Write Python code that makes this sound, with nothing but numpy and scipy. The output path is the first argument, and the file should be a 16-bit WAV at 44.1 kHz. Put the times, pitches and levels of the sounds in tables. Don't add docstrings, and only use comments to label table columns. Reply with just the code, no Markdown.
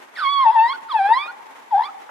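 import sys
import numpy as np
from scipy import signal
from scipy.fft import rfft, irfft
from scipy.io import wavfile

SR = 44100
rng = np.random.default_rng(int(sys.argv[2]) if len(sys.argv) > 2 else 0)


def master_out(mix):
    frames = np.transpose(np.atleast_2d(mix))
    ceiling = np.clip(frames, -1, 1)
    pcm = np.round(ceiling * 32767).astype(np.int16)
    wavfile.write(sys.argv[1], SR, pcm)


N = 92610
TIME_S = np.arange(N) / SR
BINS_HZ = np.fft.rfftfreq(N, 1 / SR)


def amp(db):
    return 10 ** (np.asarray(db) / 20)


def unit(x):
    return x / np.sqrt(np.mean(abs(x) ** 2) + 1e-20)


def lookup(table, hz):
    f, value = np.transpose(table)
    return np.interp(np.log(np.maximum(hz, 1)), np.log(f), value)


def add(mix, start_s, sound):
    part = mix[:, max(round(start_s * SR), 0):][:, :sound.shape[1]]
    part += sound[:, :part.shape[1]]


def colour(x, spectrum):
    return unit(irfft(rfft(x) * amp(lookup(spectrum, BINS_HZ)), N))


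def wander(cutoff_hz):
    return unit(irfft(rfft(rng.standard_normal(N)) / (1 + (BINS_HZ / cutoff_hz) ** 4), N))


def arch(t, start_s, length_s):
    return np.sqrt(abs(np.sin(np.pi * np.clip((t - start_s) / length_s, 0, 1))))


# f/Hz, relative density/dB
RIVER_SPECTRUM = [(25, -65), (70, -46), (120, -30), (170, -25), (260, -15.5), (420, -13.5), (600, -12.5),
                  (900, -7), (1400, -13.5), (2000, -13.5), (2700, -20.5), (3500, -23.5), (4600, -30),
                  (6500, -30.5), (9000, -35.5), (12500, -36), (14700, -47)]

def river(wash_db=-46, swell_db=2, common_gain=0.062, laps_db=-58.5, laps_per_s=71, lap_decay_s=0.0041):
    noise = rng.standard_normal((2, N)) + common_gain * rng.standard_normal(N)
    wash = colour(noise, RIVER_SPECTRUM) * amp(wash_db + swell_db * wander(cutoff_hz=24))
    hits = (rng.random(N) < laps_per_s / SR) * rng.exponential(1, N)
    envelope = signal.lfilter([1], [1, -np.exp(-1 / (lap_decay_s * SR))], hits)
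    laps = colour(envelope * rng.standard_normal((2, N)), RIVER_SPECTRUM)
    return wash + amp(laps_db) * laps


# f/Hz, relative gain/dB
TRACT_RESPONSE = [(2300, 6.5), (2480, 7), (2680, 11), (2900, -32), (3120, -8.5), (3330, 7.5), (3600, -2),
                  (3850, -0.5), (4100, -0.5), (4500, -5), (5100, -8), (5600, -32), (7200, -29.5),
                  (7900, -28), (9000, -30), (11000, -35), (14000, -43)]

def vocal_tract(harmonic, hz, tilt_db_per_octave=-7.5):
    gains = amp(lookup(TRACT_RESPONSE, harmonic * hz) + tilt_db_per_octave * np.log2(harmonic))
    return gains / np.linalg.norm(gains, axis=0)


# f/Hz, left minus right/dB
STEREO_BALANCE = [(780, 1.5), (830, 4), (900, 3.5), (950, 8.5), (1000, -6), (1060, -1.5), (1125, -14),
                  (1200, -1), (1400, -3.5), (1600, -7), (1850, -3), (2220, 1.5), (2400, -6.5), (2700, -2),
                  (3300, 1), (3700, -5), (4100, -10.5), (4500, -10), (5100, 2.5)]
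# f/Hz, left lead/rad
STEREO_LEAD = [(800, 0.19), (900, -0.54), (1100, -1.16), (1600, -.3), (2300, -.3), (2700, -1.7),
               (3170, -1.1), (3370, 0.25), (3600, -.4), (4100, 0.65), (4500, 2), (5100, 1.3), (9000, 0)]

def stereo_partials(phases, hz):
    balance = amp(lookup(STEREO_BALANCE, hz))
    left = balance * np.cos(phases + lookup(STEREO_LEAD, hz))
    return np.array([left, np.cos(phases)]) * 2 / np.sqrt(1 + balance ** 2)


# f/Hz, relative density/dB
BREATH_SPECTRUM = [(100, -47), (300, -33.5), (700, -11), (1000, 0.5), (1550, 8), (2300, -1), (2900, -7.5),
                   (3400, 7), (3850, -8), (4600, -9), (5200, -5.5), (5900, -25.5), (7800, -24.5),
                   (8900, -18.5), (10500, -23), (14000, -33.5)]

def breath(common_gain=0.9):
    return colour(rng.standard_normal((2, N)) + common_gain * rng.standard_normal(N), BREATH_SPECTRUM)


# t/s, roughness/0-1, breath level/dB
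RASP = [(.15, 0.51, -51), (.175, 0.44, -37), (.22, 0.59, -43), (.255, 0.13, -40.5), (.33, 0, -51.5),
        (.42, 0.14, -41), (.47, 0.1, -42.5), (.53, 0.46, -42.5), (.59, 0.05, -45.5), (.72, 0.14, -48),
        (.77, 0.13, -48), (.885, .1, -51.5), (.92, 0.12, -43), (1.0, 0, -46.5), (1.13, 0.16, -45),
        (1.25, 0.03, -46.5), (1.31, 0.24, -61), (1.71, 0.06, -52.5), (1.76, 0, -47.5), (1.82, 0.27, -43.5),
        (1.854, 0.22, -45), (1.9, 0.24, -64)]
# t/s, length/s, rate/Hz, depth/0-1
FLUTTER_BURSTS = [(.178, 0.026, 164.7, 0.2), (1.769, .07, 72.8, 0.64)]
JITTER, SHIMMER, SMEAR_RAD = 0.045, 0.35, 0.38
JITTER_HZ, SHIMMER_HZ, SMEAR_HZ = 158, 231, 219
FLICKER_DB, FLICKER_HZ = 3, 37.8

def voice(contour, harmonics=12, edge_s=0.003, swing_hz_per_depth=70):
    times, *controls = np.transpose(contour)
    active = np.flatnonzero((TIME_S >= times[0]) & (TIME_S <= times[-1]))
    t = TIME_S[active]
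    hz, fundamental_db, octave_db, upper_db = (np.interp(t, times, c) for c in controls)
    rasp_times, *textures = np.transpose(RASP)
    roughness, breath_db = (np.interp(t, rasp_times, c) for c in textures)
    k = np.arange(1, harmonics + 1)[:, None]

    def overtone_wander(cutoff_hz):
        return wander(cutoff_hz)[(active + k * (N // harmonics)) % N] * (k > 1)

    envelope = np.clip(np.minimum(t - times[0], times[-1] - t) / edge_s, 0, 1)
    for start_s, length_s, rate_hz, depth in FLUTTER_BURSTS:
        beat = depth * arch(t, start_s, length_s) * np.exp(2j * np.pi * rate_hz * (t - start_s))
        envelope *= 1 + beat.real
        hz -= swing_hz_per_depth * beat.imag
    envelope *= 1 + SHIMMER * roughness * wander(SHIMMER_HZ)[active]
    jittered_hz = hz * (1 + JITTER * roughness * wander(JITTER_HZ)[active])
    phase = 2 * np.pi * np.cumsum(jittered_hz) / SR
    phases = k * (phase + SMEAR_RAD * roughness * overtone_wander(SMEAR_HZ))
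    gains = np.vstack([amp(fundamental_db), amp(octave_db), amp(upper_db) * vocal_tract(k[2:], hz)])
    flicker = amp([FLICKER_DB * overtone_wander(FLICKER_HZ) for side in range(2)])
    tone = (gains * flicker * stereo_partials(phases, k * hz)).sum(axis=1)
    return times[0], envelope * (tone + amp(breath_db) * breath()[:, active])


# t/s, f/Hz, fundamental/dB, octave/dB, upper overtones/dB
LONG_CRY = [(0.152, 2427, -55.5, -62, -71), (0.168, 1903, -33.5, -39.5, -61), (0.19, 1543, -34, -50, -46),
            (0.228, 1188, -20, -57.5, -44.5), (0.25, 1109, -20, -31, -32), (0.272, 1089, -16.5, -32.5, -31),
            (0.305, 1128, -20.5, -34, -27.5), (0.335, 1128, -20.5, -45.5, -23.5),
            (0.39, 1099, -15.5, -40, -34), (0.435, 1051, -14, -34, -45), (0.45, 956.6, -18.5, -42, -55),
            (0.467, 898.6, -7.5, -35.5, -41), (0.488, 872.3, -10.5, -46.5, -37.5),
            (0.507, 894.8, -11, -42, -44.5), (0.52, 945, -27, -49, -59.5), (0.542, 977, -25, -44, -63),
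            (0.563, 910, -11.5, -35, -46.5), (0.597, 880.6, -10, -38, -30.5), (0.635, 916.8, -13, -29, -39),
            (0.668, 942, -16.5, -25.5, -44), (0.681, 984, -33.5, -33.5, -38.5),
            (0.702, 1059, -21.5, -31.5, -34), (0.733, 1139, -26.5, -47, -33)]
SWOOPING_CRY = [(0.884, 1481, -43.5, -64, -59.5), (0.897, 1278, -30.5, -63, -52.5),
                (0.917, 1110, -25, -51.5, -31), (0.937, 946, -25.5, -52, -45.5),
                (0.948, 915, -15, -40, -45), (0.965, 866.5, -12, -38, -43),
                (0.978, 860, -27.5, -36.5, -32.5), (0.99, 814, -17.5, -27.5, -35.5),
                (1.01, 768, -14, -31.5, -39.5), (1.036, 790, -20.5, -35, -38.5),
                (1.061, 794, -13, -23.5, -38.5), (1.084, 842, -22, -31, -39), (1.123, 911, -6, -33, -36.5),
                (1.148, 978.5, -26, -26.5, -36), (1.176, 1059, -14.5, -38.5, -34.5),
                (1.193, 1125, -29, -30.5, -33), (1.237, 1202, -31.5, -34, -43),
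                (1.278, 1246, -46.5, -36, -51)]
SHORT_CRY = [(1.707, 998, -39, -51, -70), (1.729, 854.4, -14.5, -62, -56.5),
             (1.753, 768, -11.5, -41.5, -62.5), (1.769, 813.8, -14.5, -45, -59.5),
             (1.81, 876, -16, -42, -60.5), (1.832, 952, -26.5, -38, -46.5),
             (1.855, 1164, -33.5, -43, -31.5), (1.876, 1167, -35, -40, -53), (1.902, 1342, -34.5, -65, -81)]

def cries():
    out = np.zeros((2, N))
    for contour in (LONG_CRY, SWOOPING_CRY, SHORT_CRY):
        add(out, *voice(contour))
    return out


# f/Hz, T60/s
FOREST_DECAY = [(300, 1.2), (900, 1.555), (2000, 1.3), (4000, 0.23), (10000, 0.22)]

def echoes(near, bank_db=-15, bank_t60_s=0.34, forest_db=-25.5, forest_rise_s=0.02, drift_hz=7.6):
    mono = near.mean(axis=0, keepdims=True)

    def reflect(response):
        return signal.fftconvolve(mono, unit(response) / np.sqrt(N), axes=1)[:, :N]

    out = amp(bank_db) * reflect(rng.standard_normal((2, N)) * amp(-60 * TIME_S / bank_t60_s))
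    rise = np.minimum(TIME_S / forest_rise_s, 1)
    shares = np.array([wander(drift_hz) for path in range(3)])
    for share in shares / np.linalg.norm(shares, axis=0):
        hz, frame_s, noise = signal.stft(rng.standard_normal((2, N)), SR, nperseg=256)
        decay = amp(-60 * frame_s / lookup(FOREST_DECAY, hz)[:, None])
        tail = signal.istft(noise * decay, SR, nperseg=256)[1][:, :N]
        out += amp(forest_db) * share * reflect(tail * rise)
    return out


# t/s, length/s, level/dB
HISS_BURSTS = [(0.164, .09, -71), (0.905, .37, -62)]
# f/Hz, relative density/dB
HISS_SPECTRUM = [(5000, -37), (7500, -16), (8500, -5), (9200, 3), (10300, -5.5), (11000, -14.5),
                 (14000, -27.5)]

def hiss():
    envelope = sum(amp(db) * arch(TIME_S, start_s, length_s) for start_s, length_s, db in HISS_BURSTS)
    return envelope * colour(rng.standard_normal((2, N)), HISS_SPECTRUM)


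# t/s, length/s, first f/Hz, last f/Hz, level/dB
SQUEAK_GLIDES = [(0.187, .055, 1551, 1490, -30.5), (0.735, 0.029, 1437, 1489, -30.5),
                 (1.281, 0.032, 1377, 1488, -30.5)]

def squeaks(lead_in_s=0.0032, fade_db=-4, octave_db=-24.5, upper_db=-18):
    out = np.zeros((2, N))
    for start_s, length_s, first_hz, last_hz, db in SQUEAK_GLIDES:
        levels_db = db + np.array([0, octave_db, upper_db])
        first = (start_s - lead_in_s, first_hz, *levels_db)
        last = (start_s + length_s, last_hz, *(levels_db + fade_db))
        add(out, *voice([first, last]))
    return out


# t/s, level/dB, decay/s
SPLASH_HITS = [(.793, -49, 0.007), (1.09, -25, 0.0054), (1.104, -19.5, 0.0027), (1.169, -32.5, 0.0083),
               (1.259, -33.5, 0.011), (2.092, -30, 0.0063)]
# f/Hz, relative density/dB
SPLASH_SPECTRUM = [(20, -60), (140, -33.5), (380, 3), (900, 7), (1500, 1), (2500, -14.5), (4500, -33.5),
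                   (12000, -44)]

def splashes():
    envelope = sum(amp(db) * (TIME_S >= start_s) * np.exp(-abs(TIME_S - start_s) / decay_s)
                   for start_s, db, decay_s in SPLASH_HITS)
    rms = np.sqrt(np.mean(envelope ** 2))
    return rms * colour(envelope * rng.standard_normal((2, N)), SPLASH_SPECTRUM)


def scene():
    near = cries() + squeaks() + hiss() + splashes()
    return near + echoes(near) + river()


def record(dry, cutoff_hz=14500):
    lowpass = signal.firwin(255, cutoff_hz, window=("kaiser", 9), fs=SR)
    return signal.oaconvolve(dry, lowpass[None], "same")


dry = scene()
out = record(dry)
master_out(out)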